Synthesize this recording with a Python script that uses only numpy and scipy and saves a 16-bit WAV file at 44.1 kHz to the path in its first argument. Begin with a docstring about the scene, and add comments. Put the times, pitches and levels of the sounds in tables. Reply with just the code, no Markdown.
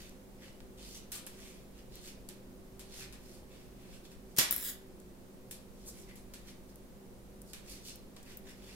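"""Knitting on a circular metal needle above a table, in a small room with a low steady hum throughout.
First yarn rubs along the needle as filtered grainy noise, and the tips snap and click as short bursts.
Then the free tip drops on the table with ringing blows, bounces, and is dragged away by its cable: a
scrape with a comb-like echo. Last the cable creaks through the stitches in a run of fast ticks, as they
are pushed along, and the knitting goes on."""
import sys
import numpy as np
from scipy import signal
from scipy.fft import rfft, irfft
from scipy.io import wavfile
from scipy.ndimage import uniform_filter1d

SR = 44100
rng = np.random.default_rng(int(sys.argv[2]) if len(sys.argv) > 2 else 0)


def to_wav(sig):
    """Store sig (one row per channel, or 1-D mono) as 16-bit WAV at the path in sys.argv[1].

    Samples outside -1..1 are clipped; the rate is SR.
    """
    pcm = np.clip(np.atleast_2d(sig), -1, 1) * 32767
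    pcm = np.round(pcm).astype(np.int16)
    wavfile.write(sys.argv[1], SR, pcm.T)  # frames by channels


N = 385875
TIME = np.arange(N) / SR  # s

# All levels in the tables are relative: the layers add their own gain.
# tip meets tip: [t/s, level/dB, brightness/dB per octave, left-right/dB, room/dB]
CLICKS = [(.6045, -36.5, -6, 1, -9), (1.1187, -28.5, 2, 5, 9), (1.1205, -30.5, 1, -18, -3),
          (1.2656, -29.5, 5, 1, 1), (1.2705, -32, -3, -1, -1), (2.2885, -37, 1.5, 15, 0.5),
          (2.2898, -37, 0, -16, 3), (2.7945, -32, 0.5, -2, 3.5), (3.126, -37, -2, 0, 5),
          (5.5107, -28.5, 8, 6, 3), (5.5125, -32, 1, -4, 5), (6.157, -38.5, 4, 0, 5.5),
          (6.3375, -30.5, -0.5, 0, 1.5), (7.5335, -28, -1, -3, 2), (8.165, -39.5, -3, -2, 3.5),
          (8.1695, -41, -6, 8, -6)]
# short resonances of a needle held in the fingers: [f/Hz, width/Hz, lift or cut/dB]
HELD = [(1750, 160, 3.5), (2390, 250, 3.5), (4860, 280, -4.5), (5350, 300, 0), (7500, 400, 5),
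        (8300, 230, 7), (9900, 400, 5.5), (10900, 230, 5)]
# a stitch slips over a tip: [t/s, level/dB, brightness/dB per octave, left-right/dB, chatter after it/dB]
SNAPS = [(0.0944, -38, 1, 3, -20), (1.956, -35, 4, 8, -20), (3.9434, -52, 0, 0.5, -20),
         (4.118, -46, -2, 5, -20), (5.0012, -40, 2, 2, -20), (6.758, -36.5, 8, 1, -18),
         (7.418, -32, 7, -1, -13), (7.957, -32.5, 6, 0, -7), (8.2294, -37.5, 2, 1, -2),
         (8.372, -27, 16, 4, -6)]
# one pull of yarn along a needle: [t/s at its fastest, speeding up/s, slowing down/s, hiss level/dB,
# body relative to the hiss/dB, centre of the body f/Hz]
PULLS = [(.015, 0.11, 0.093, -57, -4.5, 2800), (.455, 0.081, .083, -66, 3.5, 2430),
         (.78, 0.006, 0.11, -67.5, 4, 2920), (.865, 0.082, 0.16, -59, -2, 3460),
         (.965, 0.055, 0.031, -54, -5.5, 3470), (1.44, 0.15, 0.18, -58.5, -4, 2700),
         (1.79, 0.068, 0.032, -67.5, 1, 2800), (1.96, 0.057, 0.044, -61.5, 1.5, 3230),
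         (2.08, 0.079, 0.044, -52, -7, 2760), (2.925, 0.018, 0.043, -71, 5, 3400),
         (2.98, 0.11, 0.08, -57.5, 1, 3600), (3.025, 0.06, 0.035, -54.5, -2.5, 2490),
         (3.335, 0.19, 0.084, -61.5, -7.5, 2780), (3.53, 0.046, 0.16, -68, 1, 2700),
         (3.84, .15, .08, -71.5, 1.5, 2470), (3.95, 0.063, 0.043, -61.5, -0.5, 2820),
         (4.055, 0.021, .019, -64.5, 2, 3000), (4.125, 0.025, 0.016, -61, -3, 2430),
         (4.32, 0.045, .03, -68, -31, 3000), (5.895, 0.2, 0.054, -65.5, -6, 3200),
         (5.98, 0.058, 0.096, -57.5, -10, 2600), (6.098, 0.024, 0.026, -65.5, 4, 2300),
         (6.495, 0.053, 0.027, -58, -3.5, 2700), (6.695, 0.017, .02, -63, -30, 3000),
         (7.5, 0.048, .03, -59, -22, 3000), (7.555, 0.019, 0.047, -64, -4, 2200),
         (7.715, 0.065, 0.083, -51, -7.5, 2840), (7.885, 0.057, 0.052, -50.5, -2.5, 3850),
         (8.31, 0.073, 0.051, -58.5, -2, 2520), (8.495, 0.05, 0.04, -58, -3, 2320),
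         (8.68, 0.13, 0.31, -61.5, -1, 2670)]
# a needle sings as the other slides on it: [t/s at its fastest, speeding up/s, slowing down/s, level/dB, f/Hz]
SINGS = [(.46, .04, .05, -64.5, 2950), (.795, .025, .1, -66.5, 3100), (.97, .04, .04, -66.5, 2980),
         (3.025, .03, .035, -66, 2600), (6.105, .03, .04, -65.5, 2020), (8.495, .03, .05, -66, 2830),
         (8.5, .03, .05, -68, 2030)]
# one scrape of steel on steel just after a click: [t/s at its fastest, speeding up/s, slowing down/s, level/dB]
SCRAPE = (1.155, .035, .05, -49)
# one pull of the cable through the stitches: [t/s at its fastest, speeding up/s, slowing down/s, level/dB]
CREAK = (5.887, .036, .028, -32)
# the free tip lands flat and rattles: [t/s, level/dB, brightness/dB per octave, left-right/dB, room/dB]
DROPS = [(4.3648, -28, 2, -2, 4), (4.3729, -22, 1, 4, 1), (4.3828, -15, 4, 6, -2), (4.3855, -9, 0, 1, 0),
         (4.3861, -11, 2.5, -3, 2.5), (4.3872, -16.5, 1.5, -6, 3), (4.3883, -13.5, -.5, -4, 5),
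         (4.3913, -19, 3, 2, -2), (4.3965, -21, -3, -2, 0), (4.411, -20, 0, -2, -3),
         (4.4295, -25, -1, 1, -4), (4.4465, -27, -1, -1, -4)]
# balance of the landing, band by band: [f/Hz, left-right/dB]
DROP_LEAN = [(500, 0), (1200, 1), (2800, -1), (5000, -3), (9000, .5), (13000, 4)]
# the tip bounces before it settles: [t/s, level/dB, brightness/dB per octave, left-right/dB, room/dB]
BOUNCES = [(4.5098, -2.5, 4.5, 9, -4), (4.5256, -8, 2, 7, -6), (4.5268, -16, 0, -3, -6),
           (4.5360, -21, 0, 4, -6), (4.5637, -11.5, 2, 3, -9), (4.580, -18, 0, 2, -8),
           (4.6268, -22, -1, 1, -8)]
# the tip dragged over the table: [t/s, level/dB, delay of its echo off the table/ms]
SLIDE = [(4.508, -36, .55), (4.55, -37, .55), (4.58, -40.5, .55), (4.61, -40, .53), (4.65, -35.5, .59),
         (4.69, -35, .58), (4.708, -37, .6), (4.74, -49, .6), (4.79, -78, .6)]
# ringing of a steel tip: [f/Hz, level/dB, t60/s]
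TIP = [(1897, -8, .45), (1933, -8.5, .45), (2300, -7, .4), (2943, -9, .35), (3345, -6, .35),
       (3516, -9, .35), (4554, -8, .25), (5125, -8, .2), (5500, -8, .3), (7090, 2, .11), (8441, -9, .25),
       (8805, -5, .22), (9106, -7, .22), (10025, -6, .22), (11120, -6, .13), (12840, 8, .11)]
# colours of steel on steel, snaps, landing, bounces and sliding: [f/Hz, level/dB]
CLICK_COLOUR = [(200, -16), (900, -0.5), (2000, 2), (4500, 7.5), (8000, 3.5), (12000, 3.5), (15500, 3.5),
                (18000, -13)]
SNAP_COLOUR = [(200, -19), (1000, -9), (2500, -26), (5000, -3.5), (8000, -0.5), (12500, -6), (15500, -3),
               (18000, -26)]
DROP_COLOUR = [(50, -9), (115, 6), (220, 6.5), (400, 2), (900, -3.5), (2000, 1.5), (3400, 2.5), (4200, 3),
               (5500, 4.5), (7200, 4.5), (10000, 2), (11400, 0.5), (12100, 3), (12900, 3.5), (14200, -7),
               (16500, 6)]
BOUNCE_COLOUR = [(300, -6), (900, -6), (1800, -10), (4200, -20), (5800, -12), (7500, -12.5), (9200, -3),
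                 (10200, -6), (11200, -8), (12100, 7), (12900, 0), (13800, -8), (15400, 4)]
SKATE_COLOUR = [(300, -19), (900, -19), (1700, -10.5), (3200, -7.5), (4200, -5), (5000, -6.5), (6200, -7),
                (7800, -1.5), (9300, -8.5), (10200, -6), (11250, 6.5), (12400, -1), (13700, -7), (15300, 3),
                (17000, 4.5)]
# colours of the yarn, its fine hiss and the source of its body: [f/Hz, level/dB]
YARN_HISS = [(1500, -41), (3000, -11), (4500, 1.5), (7500, 1.5), (11000, -2.5), (16000, -5)]
YARN_BODY = [(300, -2), (3000, -8.5), (16000, 5.5)]
# reverberation of the room: [f/Hz, t60/s]
ROOM = [(200, 0.1), (1000, 0.53), (3000, 0.47), (7000, 0.27), (12000, 0.27), (16000, 0.018)]
# tones of the hum: [f/Hz, level/dB, share that wavers 0-1]
HUM = [(29.4, -70, 1), (48.7, -62, 0.84), (96.5, -73, 0.8), (124, -68, 0.87), (173.8, -70, 1),
       (199, -62, 0), (254.6, -67, 0.4), (346, -72.5, 0.53), (362.8, -69, 0.83), (382, -65.5, 0.85),
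       (471.4, -74.5, 0.84), (517.7, -71.5, 0.96)]
# room noise common to both sides, and differing between them: [f/Hz, level/dB]
AIR = [(10, 6), (22, 3), (45, -0.5), (85, -7.5), (140, -5), (220, -2.5), (300, -5.5), (380, -7.5),
       (550, -9), (750, -15.5), (1400, -23.5), (3000, -29), (12000, -30.5), (16000, -32)]
AIR_SIDE = [(10, 5), (25, -1), (100, -12), (250, -9), (550, -12), (1000, -19), (2000, -24.5), (5000, -29),
            (12000, -28.5), (16000, -30.5)]

STROKE_DEPTH_DB, STROKE_ROUNDNESS = 16.5, 1.78  # every stroke swells from this far below its top, in one arch
BODY_Q = .9  # sharpness of each of the two filters that shape the body of a rub
SING_WIDTH_HZ = 170  # width of each of the two filters that make a needle sing, damped by the fingers
SLIPS_PER_S = 490  # slips of the cable at its fastest moment
TABLE_ECHO = .65  # share of the direct sound
MERGE_S = .04  # time that the reflections need to merge into a smooth tail
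EDGE_HZ = 15850  # top of the band that is heard


def yarn(hiss_db=-1, body_db=2.0, pan_db=-1):
    """Fibres drag over steel: a fine hiss, and a soft body whose pitch differs from pull to pull."""
    fizz = friction(YARN_HISS, grains_per_s=900, alike=1.1, patchy_db=2.6, jerk_db=1.8)
    fibres = friction(YARN_BODY, grains_per_s=600, alike=1.0, patchy_db=2.2, jerk_db=2)
    rub = np.zeros((2, N))
    for s, rise_s, fall_s, db, dull_db, body_hz in PULLS:
        stroke = swell(s, rise_s, fall_s, db)
        near = stroke > 0
        body = resonate(fibres[:, near], body_hz, BODY_Q)
        rub[:, near] += stroke[near] * (amp(hiss_db) * fizz[:, near] + amp(dull_db + body_db) * body)
    return sides(pan_db) * (rub + amp(-3.5) * room(rub))


def clicks():
    """Tip strikes tip: a short crack, a trace of ringing steel and the room's answer."""
    return amp(6.5) * blows(CLICKS, CLICK_COLOUR, ring_db=-49, crack_s=.0002, chatter_db=-15, chatter_s=.004)


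def snaps(level_db=6, room_db=-10):
    """A stitch slips over a tip: very short ticks, close by and nearly dry."""
    out, t = np.zeros((2, N)), np.arange(SR // 25) / SR
    for s, db, tilt_db, pan_db, chatter_db in SNAPS:
        burst = contact(t, crack_s=.0007, chatter_db=chatter_db, chatter_s=.005)
        add(out, s, amp(db + level_db) * sides(pan_db) * causal(burst, SNAP_COLOUR, tilt_db))
    return out + amp(room_db) * room(out)


def singing(level_db=0, room_db=-5):
    """Catches of steel on steel excite one narrow resonance, whose pitch depends on where the fingers grip."""
    catches = friction(YARN_BODY, grains_per_s=400, alike=1.2, patchy_db=2, jerk_db=2)
    out = np.zeros((2, N))
    for s, rise_s, fall_s, db, hz in SINGS:
        stroke = swell(s, rise_s, fall_s, db + level_db)
        near = stroke > 0
        out[:, near] += stroke[near] * resonate(catches[:, near], hz, hz / SING_WIDTH_HZ)
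    return out + amp(room_db) * room(out)


def scrape(room_db=-3, pan_db=1):
    """One tip scrapes along the other: dense steel catches under a single stroke."""
    steel = friction(CLICK_COLOUR, grains_per_s=3300, alike=.55, patchy_db=2.5, jerk_db=1.5)
    rub = swell(*SCRAPE) * steel
    return sides(pan_db) * rub + amp(room_db) * room(rub)


def cable(level_db=4.5, tilt_db=1, room_db=-5):
    """The cable sticks and slips: the slips speed up and slow down again, and faster ones are stronger."""
    strength = swell(*CREAK)
    speed = np.sqrt(strength / strength.max())
    slips_so_far = np.floor(np.cumsum(SLIPS_PER_S * speed) / SR)
    run, t = np.zeros((2, N)), np.arange(SR // 100) / SR
    for at in np.flatnonzero(np.diff(slips_so_far)):
        burst = contact(t, crack_s=.00018, chatter_db=-22, chatter_s=.001)
        add(run, at / SR, amp(level_db) * strength[at] * causal(burst, SNAP_COLOUR, tilt_db))
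    return run + amp(room_db) * room(run)


def landing():
    """The free tip hits the table and rattles: full blows with ringing steel, each band leaning to one side."""
    drops = blows(DROPS, DROP_COLOUR, ring_db=-37, crack_s=.0005, chatter_db=-9, chatter_s=.003)
    return leaning(amp(11) * drops, DROP_LEAN)


def bounces():
    """The tip bounces before it settles: drier blows, hollowed by the echo off the table."""
    hops = blows(BOUNCES, BOUNCE_COLOUR, ring_db=-55, crack_s=.0005, chatter_db=-16, chatter_s=.004)
    return table_echo(amp(7) * hops)


def skate(room_db=-8, pan_db=0):
    """The fallen tip skates away, catching unevenly on the table."""
    s, db, _ = np.transpose(SLIDE)
    catches = friction(SKATE_COLOUR, grains_per_s=1800, alike=.8, patchy_db=2.3, jerk_db=1.6)
    slide = table_echo(envelope(s, db) * catches)
    return sides(pan_db) * slide + amp(room_db) * room(slide)


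def hum(air_db=-56.0, side_db=-60.0, pan_db=-1.0):
    """Motor and mains tones, most of them wavering, in the steady noise of the room."""
    tones, slow_t = np.zeros(N), np.arange(1024) / 100
    # slow complex noise, mostly below 6 Hz, moves the strength and phase of each tone
    drift_band = 1 / (1 + (np.fft.fftfreq(len(slow_t), slow_t[1]) / 6) ** 2)
    for hz, db, share in HUM:
        share = np.clip(share, 0, 1)
        drift = unit(np.fft.ifft(drift_band * np.exp(2j * np.pi * rng.random(len(slow_t)))))
        strength = np.interp(TIME, slow_t, np.sqrt(1 - share) + np.sqrt(share) * drift)
        carrier = np.exp(2j * np.pi * (hz * TIME + rng.random()))
        tones += amp(db) * np.sqrt(2) * (strength * carrier).real
    mid = tones + amp(air_db) * coloured(rng.standard_normal(N), AIR)
    side = amp(side_db) * coloured(rng.standard_normal(N), AIR_SIDE)
    return sides(pan_db) * np.array([mid + side, mid - side])


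def blows(rows, colour, ring_db, crack_s, chatter_db, chatter_s):
    """Each blow cracks, rings the steel tip and sets off the room."""
    out, t = np.zeros((2, N)), np.arange(SR // 2) / SR
    impulse = np.tile(signal.unit_impulse(len(t)), (2, 1))
    for s, db, tilt_db, pan_db, room_db in rows:
        ring = np.zeros((2, len(t)))
        for hz, mode_db, t60 in TIP:
            phase = rng.uniform(0, 2 * np.pi, (2, 1))
            ring += amp(mode_db - 60 * t / t60) * np.sin(2 * np.pi * hz * t + phase)
        direct = contact(t, crack_s, chatter_db, chatter_s) + amp(ring_db) * ring
        # the reverberation comes from all around, so it leans less to one side
        heard = direct * sides(pan_db) + amp(room_db) * room(impulse) * sides(pan_db / 2)
        add(out, s, amp(db) * causal(heard, colour, tilt_db))
    return out


def contact(t, crack_s, chatter_db, chatter_s):
    """One crack for both sides, with the fainter chatter of the surfaces and their nearest reflections."""
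    crack = np.exp(-t / crack_s)
    chatter = amp(chatter_db) * np.exp(-t / chatter_s)
    burst = crack * rng.choice([-1., 1.], len(t)) + chatter * rng.standard_normal((2, len(t)))
    return burst / np.linalg.norm(np.hypot(crack, chatter))


def friction(colour, grains_per_s, alike, patchy_db, jerk_db):
    """Tiny catches over a smooth hiss; the colour shifts as the contact moves, and the grip comes in jerks."""
    sizes = amp(3.5 * np.minimum(rng.exponential(1, N), 2.5))
    grains = unit(sizes * rng.choice([-1., 1.], N) * (rng.random(N) < grains_per_s / SR))
    # the grains are alike on both sides, the hiss is not
    z = signal.stft(alike * grains + rng.standard_normal((2, N)), nperseg=512)[2]
    patches = uniform_filter1d(rng.standard_normal(z.shape[1:]), size=6, axis=0)
    patches = unit(uniform_filter1d(patches, size=6, axis=1))
    rub = signal.istft(z * amp(patchy_db * patches), nperseg=512)[1][:, :N]
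    grip = unit(uniform_filter1d(rng.standard_normal(N), size=180))
    return coloured(rub, colour) * amp(jerk_db * grip) / np.sqrt(np.mean(amp(2 * jerk_db * grip)))


def swell(s, rise_s, fall_s, db):
    """Gain of one stroke of the hand: the rubbing grows as it speeds up and dies as it slows down."""
    away = np.maximum((s - TIME) / max(rise_s, .005), (TIME - s) / max(fall_s, .005))
    near, gain = away < 4, np.zeros(N)
    gain[near] = amp(db - STROKE_DEPTH_DB * away[near] ** STROKE_ROUNDNESS)
    return gain


def resonate(x, hz, q):
    """A resonance applied twice, at rms 1."""
    b, a = signal.iirpeak(hz, q, fs=SR)
    return unit(signal.lfilter(b, a, signal.lfilter(b, a, x)))


def held(x):
    """Passes a sound through the short resonances of a held needle."""
    out = x.copy()
    for hz, width, db in HELD:
        out += (amp(db) - 1) * signal.lfilter(*signal.iirpeak(hz, hz / width, fs=SR), x)
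    return out


def table_echo(x):
    """The echo off the table follows the tip's sound closely and hollows it like a comb."""
    s, _, delay_ms = np.transpose(SLIDE)
    earlier = TIME - np.interp(TIME, s, delay_ms) / 1000
    return x + TABLE_ECHO * np.array([np.interp(earlier, TIME, side) for side in x])


def room(x):
    """Reflections start sparse and thicken, partly shared by both sides, each band dying at its own speed."""
    age = np.arange(SR // 2) / SR
    density = np.clip((age / MERGE_S) ** 2, .06, 1)
    taps = rng.standard_normal((2, len(age))) + .2 * rng.standard_normal(len(age))
    taps *= (rng.random((2, len(age))) < density) / np.sqrt(density)
    hz, t, z = signal.stft(taps, SR, nperseg=256)
    tail = signal.istft(z * amp(-60 * t / read(ROOM, hz)[:, None]), SR, nperseg=256)[1]
    tail *= 1 - np.exp(-np.arange(tail.shape[1]) / SR / .002)  # soft onset
    return signal.fftconvolve(x, tail / np.linalg.norm(tail[0]), axes=1)[:, :x.shape[1]]


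def off_centre(x, count=4):
    """The needles lie a little nearer the right, so the left side hears them a few samples later."""
    return np.array([np.roll(x[0], count), x[1]])


def leaning(x, points):
    """Shifts each band of a stereo sound towards one side."""
    pan_db = read(points, np.fft.rfftfreq(N, 1 / SR))
    return irfft(rfft(x) * amp([pan_db / 2, -pan_db / 2]), N)


def causal(x, points, tilt_db, size=1024):
    """Colours a blow with a minimum-phase filter, which does not smear its attack backwards."""
    hz = abs(np.fft.fftfreq(size, 1 / SR))
    # the tilt pivots at 6 kHz and stays flat below 500 Hz
    log_gain = np.log(amp(read(points, hz) + tilt_db * np.log2(np.maximum(hz, 500) / 6000)))
    taps = np.fft.ifft(np.exp(np.conj(signal.hilbert(log_gain)))).real
    return signal.fftconvolve(x, taps[None] / np.linalg.norm(taps), axes=1)


def coloured(x, points):
    """Gives a long signal a spectrum, at rms 1."""
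    return unit(irfft(rfft(x) * amp(read(points, np.fft.rfftfreq(N, 1 / SR))), N))


def read(points, hz):
    """Reads a spectrum on a log-frequency axis."""
    f, value = np.transpose(points)
    return np.interp(np.log(hz + 1), np.log(f + 1), value)


def envelope(s, db):
    """Gain along a level curve, silent outside it."""
    return amp(np.interp(TIME, s, db, left=-150, right=-150))


def amp(db):
    """Decibels to gain."""
    return 10 ** (np.asarray(db) / 20)


def unit(x):
    """Scales to rms 1."""
    return x / np.sqrt(np.mean(abs(x) ** 2) + 1e-20)


def sides(pan_db):
    """Left and right gains."""
    return amp([[pan_db / 2], [-pan_db / 2]])


def add(mix, s, sound):
    """Mixes a stereo sound in at time s."""
    part = mix[:, round(s * SR):][:, :sound.shape[1]]
    part += sound[:, :part.shape[1]]


def scene():
    """Needles, yarn and cable, the tip on the table, and the hum behind them."""
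    needles = held(clicks() + scrape()) + snaps() + singing()
    knitting = off_centre(yarn() + needles + cable())
    fallen_tip = landing() + bounces() + skate()
    return knitting + fallen_tip + hum()


def record(dry):
    """Band limit: a steep low-pass removes the highest treble."""
    low_pass = signal.firwin(255, EDGE_HZ, window=("kaiser", 8), fs=SR)
    return signal.oaconvolve(dry, low_pass[None], "same")


dry = scene()
out = record(dry)
to_wav(out)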